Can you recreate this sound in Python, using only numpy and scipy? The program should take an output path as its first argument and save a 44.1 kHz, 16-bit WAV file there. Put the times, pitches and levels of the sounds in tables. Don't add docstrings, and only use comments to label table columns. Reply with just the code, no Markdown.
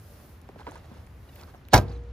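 import sys
import numpy as np
from scipy import signal
from scipy.fft import rfft, irfft
from scipy.io import wavfile
from scipy.ndimage import uniform_filter1d

SR = 44100
rng = np.random.default_rng(int(sys.argv[2]) if len(sys.argv) > 2 else 0)


def file_out(sig):
    cols = np.atleast_2d(sig).T
    lim = np.clip(cols, -1, 1)
    pcm = np.round(lim * 32767).astype(np.int16)
    wavfile.write(sys.argv[1], SR, pcm)


def linear_from_db(decibels):
    return 10 ** (np.asarray(decibels, float) / 20)


N = 93580
T = np.arange(N) / SR
HZ = np.fft.rfftfreq(N, 1 / SR)

# [Hz, dB per Hz]
TRAFFIC_SPECTRUM = [(30, -7), (55, -5), (76, 1), (105, -8), (200, -17.5), (700, -29.5), (1800, -35.5),
                    (8000, -54.5)]
# [s, dB]
LEAF_LEVELS = [(0, -60.5), (.3, -62.5), (.45, -73), (.8, -72), (1.2, -70), (1.4, -62), (1.55, -71),
               (1.7, -82)]
# [Hz, dB per Hz]
LEAF_SPECTRUM = [(2000, -21.5), (5000, -6), (8000, -11.5), (11000, -2), (14000, -1.5), (15300, -0.5),
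                 (16000, -19)]
# [s, s, dB]
CRUNCHES = [(0.19, 0.24, -61.5), (0.602, 0.044, -52.5), (0.68, 0.081, -55.5), (0.757, 0.1, -52),
            (0.851, 0.035, -59), (0.955, 0.18, -57), (1.292, 0.056, -61), (1.347, 0.049, -63),
            (1.408, 0.08, -52.5), (1.491, 0.048, -55), (1.917, 0.13, -54.5)]
# [Hz, dB per Hz]
GRAVEL_SPECTRUM = [(150, 5), (700, 7.5), (2000, -4), (4000, -8.5), (8000, -16.5), (15500, -24)]
# [s, s, Hz, dB]
HINGE_SQUEAKS = [
    (1.294, 0.0094, 960, -55),
    (1.334, .01, 900, -61),
    (1.399, 0.014, 857, -56),
]
# [s, Hz, dB, s]
JINGLES = [
    (1.877, 4810, -63, 0.034),
    (1.913, 4300, -59.5, 0.015),
    (1.927, 6100, -70, 0.019),
    (1.944, 3990, -67, .03),
    (1.971, 5980, -70, 0.0075),
]
# [s, dB, Hz, Hz]
CATCH_POPS = [
    (.4905, -36.5, 1010, 374),
    (0.5596, -42.5, 900, 396),
]
# [s, dB, Hz, Hz]
SMALL_TICKS = [(.416, -43.5, 11200, 8950), (.4905, -46, 1690, 2000), (.4895, -47.5, 6100, 9000),
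               (.591, -48, 2760, 1500), (.601, -56, 4400, 1500), (.613, -61, 3300, 1000),
               (.631, -51, 3320, 800), (.667, -46, 3500, 3000), (.671, -47, 3000, 2500),
               (0.711, -48.5, 6160, 1200), (0.7129, -40, 9800, 4000), (0.7205, -45, 8950, 4000),
               (0.756, -45, 9700, 1980), (.778, -52, 6200, 2500), (0.835, -57, 3970, 8000),
               (.857, -46, 9670, 6000), (1.067, -44, 9500, 6000), (1.072, -46, 2500, 2500),
               (1.3573, -37, 13700, 5000), (1.3617, -40, 2600, 4000), (1.4085, -48, 2500, 4000),
               (1.414, -37, 5000, 7000), (1.435, -42, 4500, 3000), (1.652, -49.5, 4080, 3030),
               (1.6864, -40.5, 3000, 4000), (1.686, -38.5, 13400, 5860), (1.882, -48, 4200, 1500),
               (1.886, -47, 3800, 3000), (1.92, -51, 3500, 2500), (2.038, -54, 6000, 8000)]
# [s, dB, Hz, s]
CATCH_KNOCKS = [(.4905, -44, 604, 0.013), (.494, -42.5, 300, 0.043), (.5595, -45.5, 646, .015),
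                (.564, -45, 313, .04), (0.5903, -48, 1520, 0.017), (.597, -41.5, 840, 0.018),
                (.609, -43.5, 835, 0.035), (0.613, -43, 1000, 0.025), (.668, -31, 958, 0.035),
                (0.6753, -35.5, 960, 0.027), (.673, -33.5, 458, 0.04), (.69, -43.5, 1200, .02),
                (.682, -36.5, 300, 0.072), (0.718, -40, 905, 0.02), (.7565, -37, 940, 0.027),
                (0.916, -39, 233, 0.083), (0.966, -42.5, 208, 0.026), (1.43, -42, 990, 0.018),
                (1.5405, -45, 740, 0.045), (1.547, -38, 560, 0.017), (1.915, -46, 799, 0.094)]
# [Hz, dB per Hz]
RATTLE_SPECTRUM = [(150, -19.5), (600, -2.5), (1300, -3.5), (2500, -13.5), (4600, -11.5), (7500, -22),
                   (11000, -20.5), (15500, -16.5)]
# [Hz, dB, s]
BOX_MODES = [(55.2, -12, 0.23), (59.1, -29.5, 4.5), (64, -44.5, 3.2), (95.2, -19, 0.5), (115.3, -5.5, 0.16),
             (138.1, -19.5, 0.31), (164.4, -17.5, 0.19), (207, -13, 0.23)]
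# [s, dB, ms, dB]
SLAM_CONTACTS = [(1.7287, -27.5, 1.24, -23.5), (1.7329, -18.5, 0.55, 0), (1.7373, -13.5, 0.66, -7.5),
                 (1.7398, -12, 0.22, 2), (1.7436, -17, 0.41, 1), (1.748, -14.5, 0.69, -10),
                 (1.7600, -18, 0.77, -7), (1.7660, -15.5, 1.14, -14.5), (1.7759, -24.5, 0.64, 2),
                 (1.7840, -18.5, 0.91, -14), (1.7940, -31, 1.1, -21.5)]
# [Hz, dB, s]
PANEL_MODES = [(241, -8, 0.11), (305, -12, 0.08), (373, -14, 0.14), (462, -17, 0.05), (572, -9.5, 0.039),
               (611.5, -7.5, 0.082), (719, -3.5, .04), (789, 0, 0.03), (867, -2, 0.03), (991, 3, 0.056),
               (1355, -5, .04), (1422, -8.5, 0.047), (1650, 0.5, 0.052), (2159, -3, 0.047)]
# [Hz, dB, s]
FRAME_MODES = [(207, -19.5, .2), (301.3, -23.5, .22), (525, -20.5, 0.12), (687, -12, .14),
               (800, -23.5, 0.28), (951, -13.5, 0.085), (1115, -16.5, 0.1), (1234, -23, .18),
               (1497, -19, .15), (1585, -19, 0.16), (1840, -16.5, .1), (2042, -18, .11), (2223, -11, .07),
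               (2418, -21, .12)]
# [Hz, dB, s]
LATCH_MODES = [(2500, -6, .008), (2930, -1, .008), (3310, -1.5, .01), (3825, -1, 0.013), (4240, -1.5, .007),
               (4710, 0, 0.0093), (5250, 2.5, .006), (5830, 0.5, 0.0063), (6400, -2.5, 0.0043),
               (7100, -4.5, 0.0036), (9330, -7, .006), (10560, -10.5, 0.0055), (12900, -2, 0.00506),
               (14300, -9, .004)]
# [Hz, dB]
STEREO_LEAN = [(60, 0.5), (110, 0), (200, 0), (380, -1), (700, -1.5), (1290, -7.5), (2380, -2.5),
               (4400, -4.5), (8120, -1), (15000, 0)]

SLAM_S, BOX_S = 1.7365, 1.743


def unit(x):
    return x / np.sqrt(np.mean(x ** 2))


def curve(points):
    p = np.array(points, float)
    return np.interp(np.log(HZ + 1), np.log(p[:, 0]), p[:, 1])


def colour(x, points):
    low_cut = 1 / (1 + (points[0][0] / (HZ + 1)) ** 4)
    return unit(irfft(rfft(x) * linear_from_db(curve(points)) * low_cut, N))


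def ring(x, hz, t60):
    pole = np.exp(2j * np.pi * hz / SR - np.log(1000) / (max(t60, .0002) * SR))
    return signal.lfilter([1], [1, -pole], x)


def ringing_noise(hz, t60, db):
    return unit(ring(rng.standard_normal(N), hz, t60).imag) * linear_from_db(db)


def decay(at, rise, t60):
    growth = np.exp(np.minimum(T - at, 0) / rise)
    return growth * linear_from_db(-60 * np.maximum(T - at, 0) / t60)


def push(at, ms):
    x = np.sin(np.pi * np.clip((T - at) / (max(ms, .05) / 1000), 0, 1))
    return x / (x.sum() + 1e-9)


def scrape(at, ms):
    u = np.clip((T - at) / (ms / 1000), 0, 50)
    x = rng.standard_normal(N) * u * np.exp(-u)
    return x / np.sqrt(np.sum(x ** 2))


def walk(rate):
    k = int(SR / rate)
    steps = np.repeat(rng.standard_normal(N // k + 1), k)
    return 0.43 * uniform_filter1d(uniform_filter1d(steps, k), k)[:N]


def grains(rate, spread_db):
    chance, sign, size = rng.random((3, N))
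    return unit((chance < rate / SR) * np.sign(sign - .5) * linear_from_db(-spread_db * np.log(size + 0.016)))


def traffic():
    noise = rfft([colour(rng.standard_normal(N), TRAFFIC_SPECTRUM) for _ in range(2)])
    noise[1] *= HZ / np.hypot(HZ, 1200) / np.hypot(1, HZ / 3000)
    out = np.zeros((2, N))
    for k in range(9):
        octave = np.clip(1 - abs(np.log2((HZ + 1) / 32) - k), 0, 1)
        out += irfft(noise * octave, N) * linear_from_db(-46.5 + 2 * walk(26.0))
    return out


def leaves():
    db = np.interp(T, *np.array(LEAF_LEVELS).T) + 2.0 * walk(24)
    db = db - 24 * np.maximum(T - SLAM_S, 0)
    hiss = [colour(rng.standard_normal(N), LEAF_SPECTRUM) for _ in range(2)]
    return linear_from_db(db) * hiss * linear_from_db(np.array([[0], [-1.0]]))


def outdoors():
    return (traffic() + leaves()) * linear_from_db(np.clip((T - SLAM_S) / 0.65, 0, 1))


def whine():
    return ringing_noise(576, 0.34, -66.5) * np.exp(-(T / .33) ** 6)


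def bird():
    u = (T - 1.575) / 0.036
    phase = 2 * np.pi * np.cumsum(5600 - 1200 * np.clip(u, -1, 1)) / SR
    return linear_from_db(-71 + 7.3 * walk(248)) * np.exp(-(2 * u) ** 4) * np.sin(phase)


def gravel():
    stones = np.geomspace(200, 15000, num=26) * linear_from_db(.5 * rng.standard_normal(26))
    out = 0
    for hz in stones:
        out = out + unit(ring(grains(320, 3), hz, 19 / hz).imag) * np.sqrt(hz)
    return colour(out, GRAVEL_SPECTRUM)


def crunches():
    env = sum(linear_from_db(db) * np.exp(-((T - s) / (length / 2)) ** 2) for s, length, db in CRUNCHES)
    return env * [gravel(), gravel()]


def squeaks():
    waver = 2 * np.pi * np.cumsum(1 + 0.0182 * walk(150)) / SR
    out = 0
    for s, length, hz, db in HINGE_SQUEAKS:
        stack = 0
        for k in range(1, 8):
            weight = np.exp(-((k * hz - 2900) / 1760) ** 2)
            stack = stack + weight * np.sin(k * hz * waver + k * k)
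        out = out + linear_from_db(db - 1.5 + 8 * walk(500)) * np.exp(-(2 * (T - s) / length) ** 2) * stack
    return out


def jingle():
    out = 0
    for s, hz, db, length in JINGLES:
        gate = np.exp(-(2 * (T - s) / length - 1) ** 4)
        out = out + gate * ringing_noise(hz, 0.0088, db)
    return out


def pops():
    sag_s, t60 = 0.00253, 0.055
    out = 0
    for s, db, high_hz, low_hz in CATCH_POPS:
        u = np.maximum(T - s, 0)
        turns = low_hz * u + (high_hz - low_hz) * sag_s * (1 - np.exp(-u / sag_s))
        out = out + linear_from_db(db - 60 * u / t60) * np.sin(2 * np.pi * turns) * np.minimum(u / 0.00052, 1)
    return out


def ticks():
    out = np.zeros((2, N))
    for s, db, hz, width in SMALL_TICKS:
        z = ring(push(s, 0.046) + linear_from_db(-6.0) * scrape(s, 0.29), hz, 6.8 / width)
        out += linear_from_db(db) * np.array([z.imag, z.real]) / abs(z.imag).max()
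    return out


def knocks():
    out = np.zeros((2, N))
    for s, db, hz, t60 in CATCH_KNOCKS:
        tap = push(s, 0.19)
        z = ring(tap, hz, t60)
        z = z + linear_from_db(-3.0) * ring(tap, hz * 2.05, t60 * 0.19)
        z = z + linear_from_db(-9.5) * ring(tap, hz * 4.4, t60 * 0.11)
        z = z + linear_from_db(1) * ring(scrape(s, 6.1), hz * 1.42, 0.0067)
        out += linear_from_db(db) * np.array([z.imag, z.real])
    return out


def handling():
    out = knocks() + ticks() + crunches()
    out[0] += pops() + squeaks() + jingle()
    return out


def loose_parts_and_air():
    rise = .0014
    out = np.zeros((2, N))
    for k in range(2):
        rattle = colour(grains(12000, 2.8), RATTLE_SPECTRUM) * linear_from_db(-14.5 + 1.7 * walk(140))
        out[k] += rattle * decay(SLAM_S, rise, 0.14)
        out[k] += ringing_noise(300, 0.006, -28) * decay(SLAM_S, rise, 0.57)
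        out[k] += ringing_noise(800, 0.0033, -36) * decay(SLAM_S, rise, .45)
        out[k] += ringing_noise(4000, 0.0018, -34.5) * decay(1.731, 0.0049, 0.017)
    return out


def hollow_box():
    blow = push(BOX_S, 2.96)
    modes = sum(linear_from_db(db) * ring(blow, hz, t60).imag for hz, db, t60 in BOX_MODES)
    return modes + ringing_noise(115, 0.16, -33.5) * decay(BOX_S, 0.0032, 1.02)


def strut():
    swell = 1 - np.exp(-np.maximum(T - BOX_S, 0) / .08)
    return linear_from_db(-38) * ring(push(BOX_S, 0.29), 476, 1.6).imag * swell


def clang():
    at = 1.7345
    blows = push(at, 0.58) + push(at + 0.00249, 0.51)
    return linear_from_db(-12.5) * ring(blows, 790, .03).imag


def strike(force, modes):
    out = np.zeros((2, N))
    for hz, db, t60 in modes:
        size = linear_from_db(3.46 * rng.standard_normal(len(force))) * np.sign(rng.random(len(force)) - .25)
        z = linear_from_db(db) * ring(size @ force, hz, t60)
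        out += [z.imag, z.real * rng.choice([-1, 1]) * min(hz / 300, 1)]
    return out


def slam():
    force = np.array([linear_from_db(db) * push(s, ms) for s, db, ms, _ in SLAM_CONTACTS])
    sharp = np.array([linear_from_db(db + share) * scrape(s, 1.6) for s, db, _, share in SLAM_CONTACTS])
    out = strike(force, PANEL_MODES) * linear_from_db(0.5)
    out += strike(force, FRAME_MODES)
    out += strike(sharp, LATCH_MODES) * linear_from_db(-3.0)
    out[0] += hollow_box() + strut() + clang()
    return out + loose_parts_and_air()


def scene():
    slip_from_hz, slip_turn_hz = 6560, 3500
    lag_s = 19 / 480000
    near, wide = slam() + handling()
    mid, side = outdoors()
    delay = np.exp(1j * np.pi * HZ * lag_s / (1 + (HZ / slip_from_hz) ** 8))
    lean = linear_from_db(curve(STEREO_LEAN) / 2) * delay
    slip = np.exp(-1j * np.pi * np.maximum(HZ - slip_from_hz, 0) / slip_turn_hz)
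    wide_part = linear_from_db(-7.5) * rfft(wide) * HZ / np.hypot(HZ, 70)
    loose = (rfft(side) + wide_part) / (1 + (HZ / 9400) ** 20)
    pair = rfft(near + bird() + whine()) * np.array([lean * slip, 1 / lean / slip])
    pair = pair + rfft(mid) * np.array([slip, 1 / slip])
    pair = pair + loose * np.array([slip, -1 / slip])
    return irfft(pair / np.sqrt(1 + (HZ / 15300) ** 40), N)


def roll_off(x):
    return signal.sosfilt(signal.butter(12, 16390, fs=SR, output="sos"), x)


def record(dry):
    low_cut = signal.butter(2, 51, "high", fs=SR, output="sos")
    top_cut = signal.ellip(8, .2, 60, 15900, fs=SR, output="sos")
    x = signal.sosfilt(low_cut, dry)
    rounded = np.tanh(1.138 * x) / 1.13
    return roll_off(signal.sosfilt(top_cut, rounded))


dry = scene()
out = record(dry)
file_out(out)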